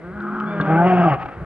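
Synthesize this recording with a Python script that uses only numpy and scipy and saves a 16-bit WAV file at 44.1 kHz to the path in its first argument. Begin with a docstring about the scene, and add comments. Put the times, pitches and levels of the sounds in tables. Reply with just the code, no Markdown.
"""Two brown bears square up in a pine forest. First one holds a hoarse, fluttering moan: vocal folds
and breath, filtered by the throat. Twigs snap, a thin squeak passes, and at 0.6 s a paw lands with a
thud. The other bear then swells into a louder, rough roar that rises over faint ticks and sinks.
From 1.1 s they grapple with short throaty rasps and heavy steps. Throughout, the trunks return a
dull tail over the soft rush of forest air."""
import sys
import numpy as np
from scipy import signal
from scipy.fft import rfft, irfft, next_fast_len
from scipy.io import wavfile
from scipy.ndimage import uniform_filter1d, minimum_filter1d

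SR = 44100
rng = np.random.default_rng(int(sys.argv[2]) if len(sys.argv) > 2 else 0)


def file_out(sig):
    """Save sig as 16-bit WAV at sys.argv[1]."""
    # one column per channel
    cols = np.atleast_2d(sig).T
    # limit, then scale
    lim = np.clip(cols, -1, 1)
    pcm = np.round(lim * 32767).astype(np.int16)
    wavfile.write(sys.argv[1], SR, pcm)


N = 63945
TIME = np.arange(N) / SR

# noise spectra of the air, steps, paw slap and rasps: f/Hz, relative level/dB
AIR_SPECTRUM = [(25, -17.5), (70, -25.5), (160, 0.5), (300, 0), (470, 0.5), (750, -6.5), (1500, -15),
                (2000, -9.5), (3000, -29), (4000, -31), (6000, -43.5), (11000, -40)]
STEP_SPECTRUM = [(25, -31.5), (60, 3), (125, 0.5), (170, 4.5), (230, -26.5), (340, -6), (1500, -62)]
SLAP_SPECTRUM = [(50, -15), (140, 8.5), (300, -10.5), (420, -3.5), (800, -15), (1650, -2.5), (2100, -30.5),
                 (3600, -33), (4500, -46.5), (8000, -65.5)]
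GRUNT_SPECTRUM = [(300, -6), (600, -11), (800, -5), (1300, -3.5), (1600, -7.5), (2700, -10.5), (3600, -28),
                  (5500, -40.5), (7000, -64.5)]
# faint dry clicks: t/s, level/dB
TICK_TIMES = [(.222, -33), (.7258, -36), (.7384, -39), (.7792, -33), (.787, -38), (.7988, -36),
              (.8087, -32), (.8144, -35), (.8258, -33), (.8389, -37), (.8934, -32), (.9308, -33),
              (.9886, -39)]
# footfalls on moss: t/s, level/dB, Gaussian width/s
FOOTFALLS = [(.125, -39.5, 0.061), (.59, -39, 0.029), (1.2, -38.5, 0.067), (1.372, -33.5, 0.012),
             (1.435, -31, 0.028)]
# snapping twigs and bark: t/s, level/dB, decay/s, f/Hz
SNAPS = [(.204, -48, 0.0025, 3500), (.401, -29, 0.0026, 2650), (.611, -33, 0.005, 3450)]
# spectrum of a snap: multiple of its f, relative level/dB
SNAP_SPECTRUM = [(.3, -18), (.75, -3), (1, 3), (1.2, -6), (1.4, -21), (3.2, -46)]
# the paw's slap: t/s, level/dB, decay/s
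SLAPS = [(.6, -19, 0.011)]
# modes of the struck body: f/Hz, level/dB, decay/s
BODY_MODES = [(146, -20, .022), (287, -22.5, 0.038), (570, -38.5, 0.02), (1130, -23.5, 0.007),
              (1600, -27, 0.02)]
# course of the squeak: t/s, fundamental f/Hz, level/dB
SQUEAK_CURVE = [(.45, 1095, -72), (.475, 1125, -52), (.53, 1175, -50), (.59, 1125, -72)]
# its overtones: harmonic number, relative level/dB
SQUEAK_HARMONICS = [(2, 3), (3, 0), (4, -19)]
# short pushes of air through the throat: t/s, level/dB, Gaussian width/s
GRUNT_PULSES = [(1.141, -26, .006), (1.203, -35, 0.012), (1.226, -30, 0.01), (1.26, -28.5, 0.004),
                (1.289, -30.5, 0.0035), (1.33, -39, .018)]
# throat modes that they excite: f/Hz, relative level/dB
THROAT_MODES = [(770, -1), (835, -5.5), (1130, -23.5), (1290, -2.5)]
# course of the moan: t/s, f/Hz, level/dB, mouth opening (0-1), rasp/dB
MOAN_CURVE = [(0, 159.3, -51, 0.3, -11.5), (.04, 166.8, -33, 0.45, -18.5), (.11, 186.1, -36, 0.3, -15),
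              (.15, 206.8, -32.5, 0.4, -6), (.2, 203.9, -33, 0.2, 5), (.36, 214, -27.5, 0.05, 7),
              (.45, 212.3, -25.5, 0.2, 2), (.55, 202.3, -25.5, 0.7, 0.5), (.68, 197, -20.5, 0.58, 2),
              (.78, 195.4, -20.5, 0.6, -2), (.9, 183.4, -22.5, 1, -2.5), (1.05, 182, -29, 0.3, 12),
              (1.15, 175.4, -47.5, 0.7, 14)]
# its vocal tract with the mouth nearly shut, and open: f/Hz, gain/dB
SHUT_TRACT = [(100, -18.5), (200, 1.5), (420, -25.5), (620, -26), (830, -17), (1000, -26.5), (1200, -11),
              (1420, -15.5), (1600, -21), (1800, -53), (2250, -37.5), (2600, -52.5), (3200, -47),
              (4200, -76), (5000, -63.5), (6500, -75.5)]
OPEN_TRACT = [(100, -5.5), (200, -11), (400, -7.5), (600, -2), (810, -22), (1020, -20.5), (1400, -20),
              (1620, -15), (1850, -22), (2400, -33), (3400, -40.5), (4000, -57), (6500, -63.5)]
# its nasal resonance: t/s, f/Hz, gain/dB
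NASAL_FORMANT = [(.05, 1560, 3), (.11, 1500, 3.5), (.18, 1470, 10), (.33, 1294, 2.5), (.47, 1290, 4.5),
                 (.62, 1400, -1)]
# a second tone beside the moan: t/s, f/Hz, level/dB
SIDE_TONE = [(.02, 347.5, -58.5), (.06, 350, -42), (.11, 372, -37.5), (.16, 352.7, -54), (.23, 343, -32.5),
             (.31, 364.3, -36), (.38, 359.4, -32.5), (.47, 379, -40.5), (.52, 364, -50.5)]
# course of the roar: t/s, f/Hz, level/dB, mouth formant f/Hz, formant gain/dB, treble gain/dB
ROAR_CURVE = [(.45, 175.1, -34, 803, 2, -9.5), (.52, 169.7, -36, 790, 6.5, -10.5),
              (.655, 156.5, -31, 790, -5.5, -6), (.69, 156.3, -22.5, 770, 12.5, -9.5),
              (.74, 160.7, -19.5, 774, 7.5, -6.5), (.82, 173.8, -21, 773, 31.5, -14),
              (.865, 179.8, -18.5, 744, 10.5, 3.5), (.93, 184.2, -22, 729.5, 14.5, 7),
              (1.0, 176.9, -20.5, 742, 8.5, 3.5), (1.06, 169.6, -21, 717, 23, 1),
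              (1.1, 154.7, -24, 773, 15.5, 10.5), (1.127, 141.2, -18, 715, 7, 2),
              (1.16, 128.2, -32, 720, -9.5, 4.5), (1.2, 119.7, -63, 725, 13, 3)]
# its vocal tract: f/Hz, gain/dB
ROAR_TRACT = [(70, -40), (105, -21), (130, 2), (185, 3), (250, -27.5), (320, -3.5), (370, -2.5), (440, -14),
              (540, -14), (880, -13.5), (1060, -20), (1220, -15), (1550, -21.5), (1800, -27), (2100, -26.5),
              (2700, -29.5), (3200, -40), (3700, -58.5), (4400, -62), (5000, -49), (5800, -74)]
# its second mouth resonance: t/s, f/Hz, gain/dB
UPPER_FORMANT = [(.7, 1558, 6.5), (.77, 1480, 14), (.82, 1570, 11), (.86, 1450, -7.5), (.91, 1540, 15.5),
                 (1.0, 1260, 7), (1.135, 1140, 16.5)]
# its hoarseness: t/s, rasp/dB
HOARSENESS = [(.45, -18), (.69, -7), (.77, -12), (.83, -11), (.87, -4), (.96, -6), (1.05, 0), (1.09, -3),
              (1.125, -8), (1.2, -2)]
# left microphone port relative to the right: f/Hz, phase/rad
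MIC_PHASE = [(0, 0), (340, -0.25), (1550, -0.31), (3450, -1.44)]
# the same for level: f/Hz, level/dB
MIC_BALANCE = [(440, 0.24), (1680, 2.5), (4500, 1.5), (7000, 0.5)]

AIR_DB, FOREST_DB, FOREST_WIDTH = -44.5, -13, .35
FOREST_T60_S, FOREST_GAP_S, FOREST_DULL_HZ = .68, .016, 3000
JITTER_PER_S, SHIMMER_PER_S, PHASE_SCATTER_RAD = 68.4, 25.5, 1.16
RASP_FULL_HZ, RASP_BASS_DB, RASP_PULSING = 1060, -12.5, .18   # the rasp weakens below RASP_FULL_HZ
MOAN_JITTER, FLUTTER_HZ, FLUTTER_DEPTH = .012, 58.1, .12
NASAL_WIDTH_HZ, MOUTH_WIDTH_HZ, UPPER_WIDTH_HZ = 120, 70.5, 27
ROAR_JITTER, RAGGED_REF_DB, RAGGED_SLOPE = .024, -6.5, .88   # jitter grows with the rasp
FULL_VOICE_DB, TREBLE_FULL_HZ = -30.5, 3200   # below FULL_VOICE_DB the roar's overtones weaken
LIMITER_CEILING, CUTOFF_HZ = .53, 11200


def from_db(db):
    """Amplitude grows tenfold every 20 dB."""
    return 10 ** (np.asarray(db) / 20)


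def unit_rms(x):
    """Division by the RMS value gives unit power."""
    return x / np.sqrt(np.mean(x ** 2) + 1e-20)


def in_time(rows):
    """Linear interpolation gives each column at every sample."""
    times, *columns = np.transpose(rows)
    return [np.interp(TIME, times, column) for column in columns]


def at_hz(points, hz):
    """A spectrum is interpolated on a logarithmic frequency axis."""
    freqs, values = np.transpose(points)
    return np.interp(np.log(np.maximum(hz, 1)), np.log(freqs), values)


def bell(hz, centre, width):
    """A Gaussian approximates a resonance peak of unit height."""
    return np.exp(-.5 * ((hz - centre) / width) ** 2)


def phase_of(hz):
    """Phase is the time integral of angular frequency."""
    return 2 * np.pi * np.cumsum(hz) / SR


def lowpass(x, hz):
    """A first-order filter attenuates the treble above its corner."""
    return signal.sosfilt(signal.butter(1, hz, fs=SR, output="sos"), x)


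def drift(rate):
    """Two-pole smoothing of noise gives a slow fluctuation of unit RMS."""
    hop, settle = 20, 1000
    pole = np.exp(-2 * np.pi * hop * rate / SR)
    white = rng.standard_normal(N // hop + settle + 2)
    slow = signal.lfilter([1], [1, -2 * pole, pole * pole], white)[settle:]
    return np.interp(np.arange(N) / hop, np.arange(len(slow)), unit_rms(slow))


def noise(spectrum):
    """Spectral weighting turns white noise into coloured noise of unit power."""
    size = next_fast_len(N)
    gain = from_db(at_hz(spectrum, np.arange(size // 2 + 1) * SR / size))
    return unit_rms(irfft(rfft(rng.standard_normal(size)) * gain, size)[:N])


def swells(rows, spectrum):
    """Gaussian envelopes modulate noise into soft bursts."""
    return noise(spectrum) * sum(from_db(db) * bell(TIME, t, width) for t, db, width in rows)


def hits(rows, spectrum):
    """Impact noise rises quickly and decays exponentially."""
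    envelope, attack_share = 0, .042
    for t, db, decay in rows:
        age = np.maximum(TIME - t, 0) / decay
        envelope += from_db(db) * (1 - np.exp(-age / attack_share)) ** 2 * np.exp(-age)
    return noise(spectrum) * envelope


def forest_air():
    """Partly correlated noise in the two channels is heard as a wide, soft rush."""
    mid, side = noise(AIR_SPECTRUM), .32 * noise(AIR_SPECTRUM)
    return from_db(AIR_DB) * np.array([mid + side, mid - side])


def trunk_echoes(x):
    """Scattering from the trunks acts as convolution with dull, decaying noise."""
    scatter = rng.standard_normal((2, N)) * from_db(-60 * TIME / FOREST_T60_S) * (TIME > FOREST_GAP_S)
    response = lowpass(scatter / np.sqrt(np.sum(scatter[0] ** 2)), FOREST_DULL_HZ)
    mid, side = signal.fftconvolve(x[None], response, axes=1)[:, :N]
    return from_db(FOREST_DB) * np.array([mid + FOREST_WIDTH * side, mid - FOREST_WIDTH * side])


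def ticks():
    """An impulse without resonance is heard as a faint dry click."""
    impulses = np.zeros(N)
    for t, db in TICK_TIMES:
        impulses[int(t * SR)] = from_db(db)
    return lowpass(impulses + 1e-18, hz=6000)


def steps():
    """Soft contact with moss confines a heavy step to low frequencies."""
    return swells(FOOTFALLS, STEP_SPECTRUM)


def twigs():
    """Fracture releases a burst of noise around the natural frequency of each piece of wood."""
    return sum(hits([(t, db, decay)], [(ratio * hz, level) for ratio, level in SNAP_SPECTRUM])
               for t, db, decay, hz in SNAPS)


def paw():
    """A padded slap excites the damped modes of the body it lands on."""
    age = np.maximum(TIME - SLAPS[0][0], 0)
    ring = sum((-1) ** k * from_db(db) * np.sin(2 * np.pi * hz * age) * np.exp(-age / decay)
               for k, (hz, db, decay) in enumerate(BODY_MODES))
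    attack = (1 - np.exp(-age / .00041)) ** 2
    return ring * attack + hits(SLAPS, SLAP_SPECTRUM)


def squeak():
    """Harmonics of a missing fundamental form a faint, unsteady whistle."""
    hz, db = in_time(SQUEAK_CURVE)
    jitter, shimmer_db = .004, 2
    phase = phase_of(hz * (1 + jitter * drift(2 * JITTER_PER_S)))
    sounding = (TIME > SQUEAK_CURVE[0][0]) & (TIME < SQUEAK_CURVE[-1][0])
    return sounding * sum(from_db(db + level + shimmer_db * drift(JITTER_PER_S)) * np.sin(k * phase)
                          for k, level in SQUEAK_HARMONICS)


def grunts():
    """Each short push of air drives the throat's resonances under a rasp."""
    sound = from_db(-4.5) * swells(GRUNT_PULSES, GRUNT_SPECTRUM)
    for t, db, width in GRUNT_PULSES:
        ring = sum(from_db(level) * np.cos(2 * np.pi * hz * rng.normal(1, .023) * (TIME - t))
                   for hz, level in THROAT_MODES)
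        sound += from_db(db) * ring * bell(TIME, t, width)
    return sound


def voice(pitch, jitter, tract, rasp_db, shimmer_db):
    """Source-filter model: the tract's gain in dB shapes vocal-fold harmonics and pulsing breath."""
    phase = phase_of(pitch * (1 + jitter * drift(JITTER_PER_S)))
    folds, breath = 0, 0
    for k in range(1, 25):
        waver_db = shimmer_db * min(k / 3, 1) * drift(SHIMMER_PER_S)
        gain = from_db(tract(k * pitch, formant_share=.91) + waver_db)
        folds += np.sqrt(2) * gain * np.sin(k * phase + rng.normal(0, PHASE_SCATTER_RAD))
    edges_hz = np.geomspace(90, 7000, 31)
    white = rng.standard_normal((2, N))
    for k, (low, high) in enumerate(zip(edges_hz, edges_hz[1:])):
        bandpass = signal.butter(3, [low, high], "band", fs=SR, output="sos")
        band = unit_rms(signal.sosfilt(bandpass, white[k % 2]))
        hz = np.sqrt(low * high)
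        gain = from_db(tract(hz, formant_share=1) + RASP_BASS_DB * max(1 - hz / RASP_FULL_HZ, 0))
        breath += band * np.sqrt((high - low) / pitch) * gain   # power scaled per harmonic spacing
    return folds + from_db(rasp_db) * breath * (1 + RASP_PULSING * np.cos(phase))


def moan():
    """Amplitude modulation flutters a hoarse note until the mouth opens; a second tone joins early on."""
    pitch, db, opening, rasp_db = in_time(MOAN_CURVE)
    nasal_hz, nasal_db = in_time(NASAL_FORMANT)
    tone_hz, tone_db = in_time(SIDE_TONE)

    def tract(hz, formant_share):
        """The response blends from shut to open, with a nasal resonance added."""
        mouth = (1 - opening) * at_hz(SHUT_TRACT, hz) + opening * at_hz(OPEN_TRACT, hz)
        return mouth + formant_share * nasal_db * bell(hz, nasal_hz, NASAL_WIDTH_HZ)
    note = voice(pitch, MOAN_JITTER, tract, rasp_db, shimmer_db=1.5)
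    flutter_phase = phase_of(FLUTTER_HZ * (1 + .066 * drift(8.3)))
    flutter = 1 + FLUTTER_DEPTH * (1 - opening) * np.sin(flutter_phase)
    tone = np.sqrt(2) * np.sin(phase_of(tone_hz * (1 + MOAN_JITTER * drift(JITTER_PER_S))))
    return from_db(db) * note * flutter + from_db(tone_db) * tone * (TIME < SIDE_TONE[-1][0])


def roar():
    """Irregular vocal-fold vibration roughens an arching call, most of all as its pitch falls."""
    pitch, db, mouth_hz, mouth_db, treble_db = in_time(ROAR_CURVE)
    upper_hz, upper_db = in_time(UPPER_FORMANT)
    rasp_db, = in_time(HOARSENESS)

    def tract(hz, formant_share):
        """Two moving formants and a treble shelf modify a fixed response; a soft voice is duller."""
        lower = mouth_db * bell(hz, mouth_hz, MOUTH_WIDTH_HZ)
        upper = upper_db * bell(hz, upper_hz, UPPER_WIDTH_HZ)
        dulling = np.minimum(db - FULL_VOICE_DB, 0) * np.clip(hz / pitch - 1, 0, 1)
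        shelf = treble_db * np.clip(2 * hz / TREBLE_FULL_HZ - 1, 0, 1)
        return at_hz(ROAR_TRACT, hz) + dulling + formant_share * (lower + upper) + shelf
    onset = np.clip((TIME - ROAR_CURVE[0][0]) / .02, 0, 1)
    jitter = ROAR_JITTER * from_db(RAGGED_SLOPE * (rasp_db - RAGGED_REF_DB))
    return from_db(db) * onset * voice(pitch, jitter, tract, rasp_db, shimmer_db=4.2)


def scene():
    """Direct sound, forest air and reverberation add by superposition."""
    calls = moan() + roar() + squeak() + grunts()
    thuds_snaps_and_clicks = paw() + twigs() + ticks() + steps()
    direct = calls + thuds_snaps_and_clicks
    return direct + forest_air() + trunk_echoes(direct)


def record(dry):
    """Close microphone ports differ in phase and level; a limiter holds peaks and the top is cut."""
    padded = np.pad(dry, ((0, 0), (N // 2, N - N // 2)), "reflect", reflect_type="odd")
    hz = np.arange(N + 1) * SR / (2 * N)
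    left_port = from_db(at_hz(MIC_BALANCE, hz) / 2) * np.exp(.5j * at_hz(MIC_PHASE, hz))
    picked_up = irfft(rfft(padded) * np.array([left_port, 1 / left_port]))[:, N // 2:N // 2 + N]
    safe_gain = np.minimum(1, LIMITER_CEILING / (np.abs(picked_up).max(axis=0) + 1e-9))
    smooth_gain = uniform_filter1d(minimum_filter1d(safe_gain, size=201), size=201)
    top_cut = signal.cheby2(12, 70, CUTOFF_HZ * 1.08, fs=SR, output="sos")
    fade_out = np.minimum(1, (TIME[-1] - TIME) / .003)
    return signal.sosfilt(top_cut, picked_up * smooth_gain) * fade_out


dry = scene()
out = record(dry)
file_out(out)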